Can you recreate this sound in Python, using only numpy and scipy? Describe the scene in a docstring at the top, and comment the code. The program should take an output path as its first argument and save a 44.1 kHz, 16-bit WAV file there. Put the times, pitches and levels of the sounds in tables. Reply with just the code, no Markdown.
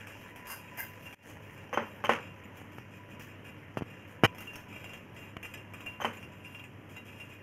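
"""Gritty crunches and clinks: a rod stirs sand and water in a drinking glass, close to a hand-held phone.
Friction on the grains gives trains of tiny impulses; these and the rod's taps excite the glass's modes.
The water sloshes softly. Something hard clacks three times, ringing a panel and a latch in a small room.
Short pulses give dull bumps and small taps: handling thumps on the phone, a faint tick and a soft knock.
A fan hums behind it all."""
import sys
import numpy as np
from scipy import signal
from scipy.fft import rfft, irfft
from scipy.io import wavfile
from scipy.ndimage import uniform_filter1d

SR = 44100
rng = np.random.default_rng(int(sys.argv[2]) if len(sys.argv) > 2 else 0)


def output_pcm(signal):
    """Save a mono or channel-first signal as 16-bit PCM at the path in sys.argv[1].

    Samples are clipped to [-1, 1] before scaling.
    """
    pcm = np.clip(np.atleast_2d(signal).T, -1, 1) * 32767
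    wavfile.write(sys.argv[1], SR, np.round(pcm).astype(np.int16))


N = 327222
T = np.arange(N) / SR

# Levels are relative: each source applies its own gain. t60_s is the time to decay by 60 dB.
# spectrum of the fan's air noise: frequency_hz, density_db
FAN_SPECTRUM = [(25, -15), (50, -16), (85, 2), (140, 2), (230, 0.5), (330, -4), (500, -6), (750, -13),
                (1500, -13.5), (2800, -15.5), (5000, -27.5), (9000, -33), (15000, -36)]
# harmonics of the fan's motor: pitch_hz, level_db
MOTOR_HARMONICS = [(100.2, -57), (200.4, -80.5), (300, -66)]
# dull bumps and small taps: start_s, level_db, brightness_hz, creak_length_s, creak_db, thud_db
BUMPS_AND_TAPS = [(2.616, -36.5, 1200, 0.0055, 2, -25), (2.784, -29, 1500, 0.0056, -5, -16),
                  (3.772, -17, 760, 0.031, -9.5, -21), (3.81, -26.5, 497, .005, -12, -26),
                  (3.821, -21.5, 250, 0.012, -8, -20), (4.2363, -4.5, 730, 0.029, -1.5, -18),
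                  (5.367, -31, 260, 0.0088, 5.5, -37)]
# impacts that form the three clacks: start_s, level_db, slide_s, corner_hz, latch_db, rattle_db
CLACK_IMPACTS = [(1.7293, -32.5, 0.016, 7000, -4, -13), (1.7737, -22.5, 0.0015, 2100, -20, -31),
                 (2.040, -29.5, 0.011, 7000, -3.5, -11), (2.0928, -18, 0.0011, 5400, -24, -12),
                 (6.002, -38.5, 0.019, 9000, -1, -7), (6.016, -35.5, 0.0022, 12000, -5, -10),
                 (6.0464, -26, 0.0051, 12000, -11, -32)]
# spectrum of a clack's knock: frequency_hz, density_db
CLACK_SPECTRUM = [(80, -15), (170, -9.5), (235, 0), (320, -4.5), (550, 5.5), (680, -9), (800, 0.5),
                  (1050, 1.5), (1600, -2.5), (2200, -4), (3100, -9.5), (4800, -12.5), (6200, -16.5),
                  (8000, -16), (15000, -35)]
# modes of the struck panel: pitch_hz, level_db, t60_s
PANEL_MODES = [(228.7, -14, 0.29), (475.6, -10.5, 0.12), (583, -9, 0.13), (835, 3.5, 0.019),
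               (1065, 1.5, 0.044), (1500, -7, 0.061)]
# modes of the metal latch: pitch_hz, level_db, t60_s
LATCH_MODES = [(3086, 1.5, 0.031), (6170, -4, 0.027), (6360, -7, 0.038), (9600, -11, 0.0066),
               (13500, -2.5, 0.0037)]
# envelope of the swirling water: time_s, slosh_db, glass_tone_db
SWIRL_LEVELS = [(0, -53, -72), (.35, -52.5, -54), (.8, -57, -58.5), (1.1, -52, -63), (1.45, -57.5, -66),
                (2.4, -58.5, -67.5), (3.0, -60, -64.5), (3.8, -61, -72), (4.35, -58, -62),
                (4.85, -65.5, -66), (5.2, -61.5, -69), (5.9, -63.5, -62), (6.7, -70, -68),
                (7.4, -59, -67.5)]
# spectrum of the slosh: frequency_hz, density_db
SLOSH_SPECTRUM = [(200, -12), (380, -7.5), (570, 8.5), (700, -8), (900, 4), (1200, -9), (1800, 5),
                  (3000, -12.5), (6000, -10.5), (15000, -41)]
# lowest mode of the filled glass: pitch_hz, level_db, t60_s
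LOWEST_MODE = (991, 0, 0.19)
# long-ringing mode of the rim: pitch_hz, level_db, t60_s
RIM_MODE = (2772, 0, 0.25)
# wall modes of the filled glass: pitch_hz, level_db, t60_s
WALL_MODES = [(1718, -15, 0.12), (2030, -12, 0.05), (2360, -4.5, 0.061), (2451, -10, 0.079),
              (2480, 1, 0.036), (2584, -6.5, 0.07), (2656, -4.5, 0.026), (2825, -11.5, 0.028),
              (3240, -0.5, 0.02), (3830, -10, 0.12), (5030, -10, 0.047), (5220, -11.5, 0.069),
              (5950, -20.5, 0.071), (7000, -9, 0.052), (7250, -8.5, 0.06), (8000, -25, 0.15),
              (8280, -9.5, 0.057), (9550, -22, 0.037), (11400, -18, 0.034), (11400, -30, .06),
              (13500, -21, 0.058)]
# quick digs through the sand: start_s, peak_s, level_db, swell_db, t60_s, rod_db, squeak_hz, squeak_db
SAND_SWISHES = [(.47, 0.518, -32.5, 9.5, 0.27, -8, 5000, -8), (0.773, 0.799, -35, 12, .25, 1, 14100, 2)]
# spectrum of rushing sand: frequency_hz, density_db
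SWISH_SPECTRUM = [(300, -28), (900, 1), (1400, -3), (1900, -5), (3000, -15), (5000, 0), (8000, 4.5),
                  (12000, 1), (16000, 1.5)]
# modes of the scraping rod: pitch_hz, level_db, t60_s
ROD_MODES = [(950, -6, 0.026), (1610, 2.5, 0.022), (1830, -2, 0.026), (2080, -1.5, 0.06), (2780, -11, 0.18),
             (4980, 1.5, 0.04)]
# spectrum of cracking grit: frequency_hz, density_db
GRIT_SPECTRUM = [(300, 3.5), (900, -5.5), (1800, -5), (3000, -2.5), (5000, -1), (8000, -4.5),
                 (12000, -10.5), (16000, -4.5)]
# drags of the rod along the wall: start_s, length_s, grit_db, rub_db
ROD_STROKES = [(-.03, 0.038, -59, -41), (0.072, 0.23, -60.5, -46), (0.352, .05, -62, -47.5),
               (0.444, 0.46, -60, -45), (0.742, 0.34, -62.5, -48), (1.02, 0.19, -62, -45.5),
               (1.218, .1, -56, -65), (1.416, 0.23, -66.5, -54), (1.812, 0.17, -69, -49.5),
               (2.173, .12, -74, -46), (2.546, 0.072, -67.5, -53), (2.708, 0.095, -68.5, -55),
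               (2.904, 0.07, -68.5, -50), (3.091, 0.033, -69, -48), (3.19, 0.036, -59, -43),
               (3.263, 0.043, -72, -49), (3.438, 0.058, -64.5, -46.5), (3.56, .09, -76, -59),
               (3.857, 0.16, -83, -52), (4.07, 0.062, -65, -59), (4.367, 0.25, -64.5, -47.5),
               (4.68, 0.3, -64.5, -45.5), (5.138, 0.15, -67.5, -48), (5.423, 0.17, -66.5, -49),
               (5.732, 0.21, -70, -47), (6.123, 0.13, -65, -53), (6.307, 0.13, -75, -52),
               (6.434, 0.2, -65.5, -49), (6.885, 0.1, -66.5, -49.5), (7.048, 0.21, -67, -45.5),
               (7.283, 0.067, -67, -46.5)]
# taps of the rod on the wall: start_s, clink_db, tick_db, rim_db
ROD_TAPS = [(0.0694, -45, -36, -69), (0.0982, -52, -46, -71), (0.3596, -50.5, -38, -70),
            (0.776, -45, -36, -55), (1.055, -55, -42, -47), (1.1262, -48.5, -41.5, -66),
            (1.2978, -70, -44, -78), (1.5762, -53, -46, -61), (2.4365, -52.5, -59, -70),
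            (2.5707, -57, -43, -71), (2.7202, -60, -55, -72), (3.104, -60, -54, -61),
            (3.1958, -72, -40, -58), (3.4792, -57, -57, -67), (3.9006, -66, -49, -54),
            (4.2734, -49, -55, -60), (4.3473, -53, -44, -72), (4.3821, -62, -38, -56),
            (4.405, -57, -35, -56), (4.4216, -60, -43, -63), (4.47, -56, -49, -44.5),
            (4.534, -52, -43, -51), (4.556, -65, -33.5, -68), (4.725, -48, -51, -60),
            (4.7591, -46.5, -46, -57), (4.8414, -44.5, -40, -49), (4.892, -51, -47, -52.5),
            (4.9332, -45, -39.5, -54.5), (5.1648, -47.5, -50, -73), (5.4283, -43, -38.5, -47),
            (5.451, -44, -40, -63), (5.538, -38.5, -45, -67), (5.5727, -56, -46.5, -53),
            (5.7359, -45, -41, -55), (5.8046, -46.5, -45, -54), (5.8613, -43, -38, -40),
            (6.132, -50, -47, -59), (6.1694, -47.5, -56, -58), (6.2263, -50, -48, -50.5),
            (6.4472, -46.5, -57, -50.5), (6.5462, -47, -48, -47), (6.594, -47, -54, -51),
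            (6.6386, -46, -52, -68), (6.9633, -43, -48, -49.5), (7.1995, -49, -44, -46),
            (7.2972, -60, -52, -54)]
# response of the phone's microphone: frequency_hz, gain_db
MICROPHONE_RESPONSE = [(3050, -0.5), (3300, -8), (3550, -18), (4400, -21.5), (5200, -13), (6200, -8.5),
                       (7100, -10.5), (7800, -18), (9400, -8.5), (9950, -13), (11500, -0.5), (12300, -7),
                       (13600, -4.5), (15500, -18)]

STROKE_ATTACK_S, STROKE_SAG_DB_PER_S, STROKE_RELEASE_T60_S = 0.011, 15, 0.22
IDLE_GRIT_DB, IDLE_RUB_DB = -80, -62  # between strokes
KNOCK_DB, KNOCK_PER_CLINK, KNOCK_PER_TICK = -26, 0.42, 0.37  # the knock grows with the blow, dB per dB
FIRST_CONTACT_DB = -2.5  # relative to the chatter that follows
CLINK_TILT_DB_PER_OCTAVE = 0.7  # a tap slightly favours the high modes
HELD_RIM_T60_S = 0.2  # the rod stays on the glass and damps it
BAND_LIMIT_HZ = 15600


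def undb(db):
    """Decibels to amplitude ratio."""
    return 10 ** (np.asarray(db) / 20)


def unit(x):
    """Normalisation to rms 1."""
    return x / np.sqrt(np.mean(x ** 2))


def fade(t, t60):
    """Exponential decay, with full level before time zero."""
    return np.exp(-np.log(1000) * np.maximum(t, 0) / t60)


def rise(t, tau_s):
    """Exponential approach to full level."""
    return 1 - np.exp(-t / tau_s)


def add(out, start_s, x):
    """Superposition of x on out from start_s."""
    i = int(start_s * SR)
    out[i:i + len(x)] += x[:N - i]


def excite(force, response):
    """Convolution: a linear system's answer to a force, cut to the force's length."""
    return signal.fftconvolve(force, response)[:len(force)]


def colour(x, points, size=4096):
    """Minimum-phase filtering through (frequency_hz, gain_db) points."""
    hz, db = np.transpose(points)
    bins_hz = np.maximum(np.fft.rfftfreq(size, 1 / SR), 1)
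    gain = undb(np.interp(np.log(bins_hz), np.log(hz), db))
    cepstrum = irfft(np.log(gain))
    cepstrum[1:size // 2] *= 2
    cepstrum[size // 2 + 1:] = 0
    return excite(x, irfft(np.exp(rfft(cepstrum))))


def butter(x, hz, kind, order=2):
    """Maximally flat low-, high- or band-pass filtering."""
    return signal.sosfilt(signal.butter(order, np.minimum(hz, SR / 2 - 1), kind, fs=SR, output="sos"), x)


def drift(rate):
    """Smooth random fluctuation, rms 1, from rate values a second."""
    hold = int(SR / rate)
    steps = np.repeat(rng.standard_normal(N // hold + 1), hold)
    return unit(uniform_filter1d(uniform_filter1d(steps, hold), hold)[:N])


def grains(n, rate, spread_db):
    """Shot noise, rms 1: on average rate impulses a second, of unequal size."""
    size = undb(spread_db * np.minimum(rng.exponential(size=n), 4))
    return unit((rng.random(n) < rate / SR) * size * rng.standard_normal(n))


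def ring(modes, t, scatter_db):
    """Free vibration as a sum of damped modes; the place of contact favours some of them."""
    return sum(undb(db + scatter_db * rng.standard_normal()) * fade(t, t60)
               * np.sin(2 * np.pi * (hz * t + rng.random())) for hz, db, t60 in modes)


def wandering_bands(x, depth_db, rate):
    """Amplitude modulation: as the contact point wanders, each band swells and sinks on its own."""
    edges_hz = np.geomspace(400, 15000, 13)
    spectrum = rfft(x)
    band = np.searchsorted(edges_hz, np.fft.rfftfreq(N, 1 / SR))
    return unit(sum(irfft(spectrum * (band == k), N) * undb(depth_db * drift(rate))
                    for k in range(len(edges_hz) + 1)))


def room(x, wet_db, t60):
    """Reverberation: the diffuse tail of a small room follows the direct sound."""
    t = T[:SR // 2]
    tail = rng.standard_normal(len(t)) * fade(t, t60) * rise(t, 0.0086)
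    return x + undb(wet_db) * excite(x, tail / np.linalg.norm(tail))


def fan():
    """Broadband air noise wavers gently over the harmonics of the motor."""
    air = unit(colour(rng.standard_normal(N), FAN_SPECTRUM)) * undb(-51.5 + 0.8 * drift(11))
    hum = sum(undb(db) * np.sqrt(2) * np.sin(2 * np.pi * hz * T + 0.15 * drift(3.9))
              for hz, db in MOTOR_HARMONICS)
    return air + hum


def bumps_and_taps():
    """Impact transients (handling thumps, a faint tick, a soft knock): pulse, thud, stick-slip creak."""
    out, t = np.zeros(N), T[:SR // 10]
    for start_s, db, brightness_hz, creak_length_s, creak_db, thud_db in BUMPS_AND_TAPS:
        pulse_time = 2 * np.pi * brightness_hz * t
        pulse = -pulse_time * np.exp(1 - pulse_time)
        thud = np.sin(2 * np.pi * 105 * t) * fade(t - 0.012, t60=0.044)
        slips = np.zeros(len(t))
        slip_s = np.cumsum(rng.uniform(0.0008, 0.003, 30))
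        taper = np.maximum(1 - (slip_s / creak_length_s) ** 2, 0)
        slips[(slip_s * SR).astype(int)] = -undb(3 * rng.standard_normal(30)) * taper
        hiss = butter(rng.standard_normal(len(t)), [1500, 5000], "bandpass", order=1)
        snap = fade(t, t60=0.00059) + 0.35 * hiss * fade(t, t60=0.013)
        creak = butter(excite(slips, snap), 9 * brightness_hz, "lowpass", order=1)
        add(out, start_s, undb(db + 2.0) * (pulse + undb(creak_db) * creak + undb(thud_db) * thud))
    return butter(out, 86, "highpass", order=3)


def clacks():
    """Impact excitation: a hard part slides and snaps home, ringing panel and latch, then rattles."""
    out, t = np.zeros(N), T[:SR // 2]
    for start_s, db, slide_s, corner_hz, latch_db, rattle_db in CLACK_IMPACTS:
        blow = rng.standard_normal(len(t)) * fade(t - slide_s, t60=0.038) * rise(t, slide_s / 2)
        room_tail = rng.standard_normal(len(t)) * fade(t, t60=0.3) * rise(t, 0.0058)
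        knock = colour(undb(11.5) * blow + undb(4.0) * room_tail, CLACK_SPECTRUM)
        panel = undb(1.0) * ring(PANEL_MODES, t, scatter_db=-0.5)
        metal = ring(LATCH_MODES, t, scatter_db=-2.5)
        latch = excite(blow + undb(-8) * room_tail, metal / np.linalg.norm(metal))
        rattle = unit(butter(grains(len(t), rate=2700, spread_db=5.5), [1300, 3200], "bandpass", order=1))
        rattle *= np.minimum(t / 0.017, 1) * fade(t - 0.03, t60=0.21)
        body = butter(knock + panel + undb(rattle_db) * rattle, corner_hz, "lowpass", order=1)
        add(out, start_s, undb(db) * (body + undb(latch_db) * latch))
    return butter(out, 76, "highpass")


def water():
    """Resonance: the gurgling swirl drags sand round the wall, driving the lowest mode of the glass."""
    time_s, slosh_db, tone_db = np.transpose(SWIRL_LEVELS)
    slosh = colour(grains(N, rate=700, spread_db=1.5), SLOSH_SPECTRUM)
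    slosh = wandering_bands(slosh, depth_db=3.5, rate=22)
    sand = grains(N, rate=440, spread_db=4.0)
    tone = unit(excite(sand, ring([LOWEST_MODE], T[:SR // 2], scatter_db=0)))
    return slosh * undb(np.interp(T, time_s, slosh_db)) + tone * undb(np.interp(T, time_s, tone_db))


def sand_swishes():
    """Granular flow: as the rod digs in, a rush of grains swells and dies, rings the rod and squeaks."""
    out, t = np.zeros(N), T[:SR // 2]
    for start_s, peak_s, db, swell_db, t60, rod_db, squeak_hz, squeak_db in SAND_SWISHES:
        rush = grains(len(t), rate=7100, spread_db=0.0)
        sand = unit(colour(rush, SWISH_SPECTRUM))
        rod = unit(excite(rush, ring(ROD_MODES, t, scatter_db=2.5)))
        squeak = unit(butter(rush, [squeak_hz * 0.975, squeak_hz * 1.025], "bandpass", order=1))
        swell_s = peak_s - start_s
        push = undb(swell_db * np.minimum(t / swell_s - 1, 0)) * fade(t - swell_s, t60)
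        add(out, start_s, undb(db) * push * (sand + undb(rod_db) * rod + undb(squeak_db) * squeak))
    return out


def stroke_pressure(start_s, length_s):
    """Contact pressure in one stroke: the rod presses on, eases off along the wall and lets go."""
    t = T - start_s
    attack = np.clip(t / STROKE_ATTACK_S, 0, 1)
    sag = undb(-STROKE_SAG_DB_PER_S * np.clip(t, 0, length_s))
    return attack * sag * fade(t - length_s, STROKE_RELEASE_T60_S)


def stirring():
    """Friction: sand grains crack between rod and glass, and their impulses keep the wall ringing."""
    grit_power, rub_power = undb(IDLE_GRIT_DB) ** 2, undb(IDLE_RUB_DB) ** 2
    for start_s, length_s, grit_db, rub_db in ROD_STROKES:  # incoherent sounds add in power
        pressure = stroke_pressure(start_s, length_s)
        grit_power += (pressure * undb(grit_db)) ** 2
        rub_power += (pressure * undb(rub_db)) ** 2
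    grit = colour(grains(N, rate=900, spread_db=1.5), GRIT_SPECTRUM)
    grit = wandering_bands(room(grit, wet_db=1.5, t60=0.21), depth_db=2.5, rate=30)
    rubbing = grains(N, rate=900, spread_db=-1.5) * np.sqrt(rub_power)
    rim_hz, _, rim_t60 = RIM_MODE
    glass = ring(WALL_MODES + [(rim_hz, -8, rim_t60)], T[:SR // 2], scatter_db=0.9)
    ringing = excite(rubbing, glass / np.linalg.norm(glass))
    return undb(10.5) * grit * np.sqrt(grit_power) + undb(-6.0) * ringing


def rod_taps():
    """Modal response to impact: the rod hits and chatters, giving a tick, knock, clink and rim tone."""
    ticks, tones, t = np.zeros(N), np.zeros(N), T[:SR // 4]
    rim_hz, rim_mode_db, _ = RIM_MODE
    wall = np.array([ring([(hz, db + CLINK_TILT_DB_PER_OCTAVE * np.log2(hz / rim_hz), t60)], t, 0)
                     for hz, db, t60 in WALL_MODES])
    for start_s, clink_db, tick_db, rim_db in ROD_TAPS:
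        chatter = grains(len(t), rate=4000, spread_db=2.5) * fade(t, t60=0.1) * rise(t, 0.0017)
        strike = rng.standard_normal(len(t)) * fade(t, t60=0.01) * rise(t, 0.00066)
        contact = unit(unit(chatter) + undb(FIRST_CONTACT_DB) * unit(strike))
        # each place of contact picks its own few of the dense high modes
        high_modes = [(hz, 0, 0.05) for hz in rng.uniform(4800, 15000, 14)]
        shimmer = ring(high_modes, t, scatter_db=4) * rise(t, 0.0019)
        tick = undb(-16.5) * contact + undb(-10.5) * shimmer
        knock = unit(butter(contact, [450, 2600], "bandpass"))  # the dull sound of the rod itself
        knock_db = KNOCK_DB + KNOCK_PER_CLINK * clink_db + KNOCK_PER_TICK * tick_db
        add(ticks, start_s, undb(tick_db) * tick + undb(knock_db) * knock)
        mode_gains = undb(3.9 * rng.standard_normal(len(wall)))
        clink = unit(excite(contact, mode_gains @ wall))
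        rim = ring([(rim_hz, rim_mode_db, HELD_RIM_T60_S)], t, scatter_db=2.0) * rise(t, 0.005)
        add(tones, start_s, undb(clink_db - 13.0) * clink + undb(rim_db + 7.5) * rim)
    return room(colour(ticks, GRIT_SPECTRUM), wet_db=-5.5, t60=0.31) + tones


def scene():
    """Superposition of all sources; the level dips briefly just after one second."""
    mix = stirring() + water() + rod_taps() + sand_swishes() + clacks() + bumps_and_taps() + fan()
    dip_db = np.interp(T, [1.146, 1.15, 1.225, 1.3], [-1.5, -22.0, -10.5, 0.5])
    return (mix * undb(dip_db))[None]


def record(dry):
    """Frequency response: the phone's microphone is flat up to 3 kHz, weak and uneven above it."""
    band_limit = signal.ellip(8, 0.2, 70, BAND_LIMIT_HZ, fs=SR, output="sos")
    return signal.sosfilt(band_limit, colour(dry[0], MICROPHONE_RESPONSE))[None]


dry = scene()
out = record(dry)
output_pcm(out)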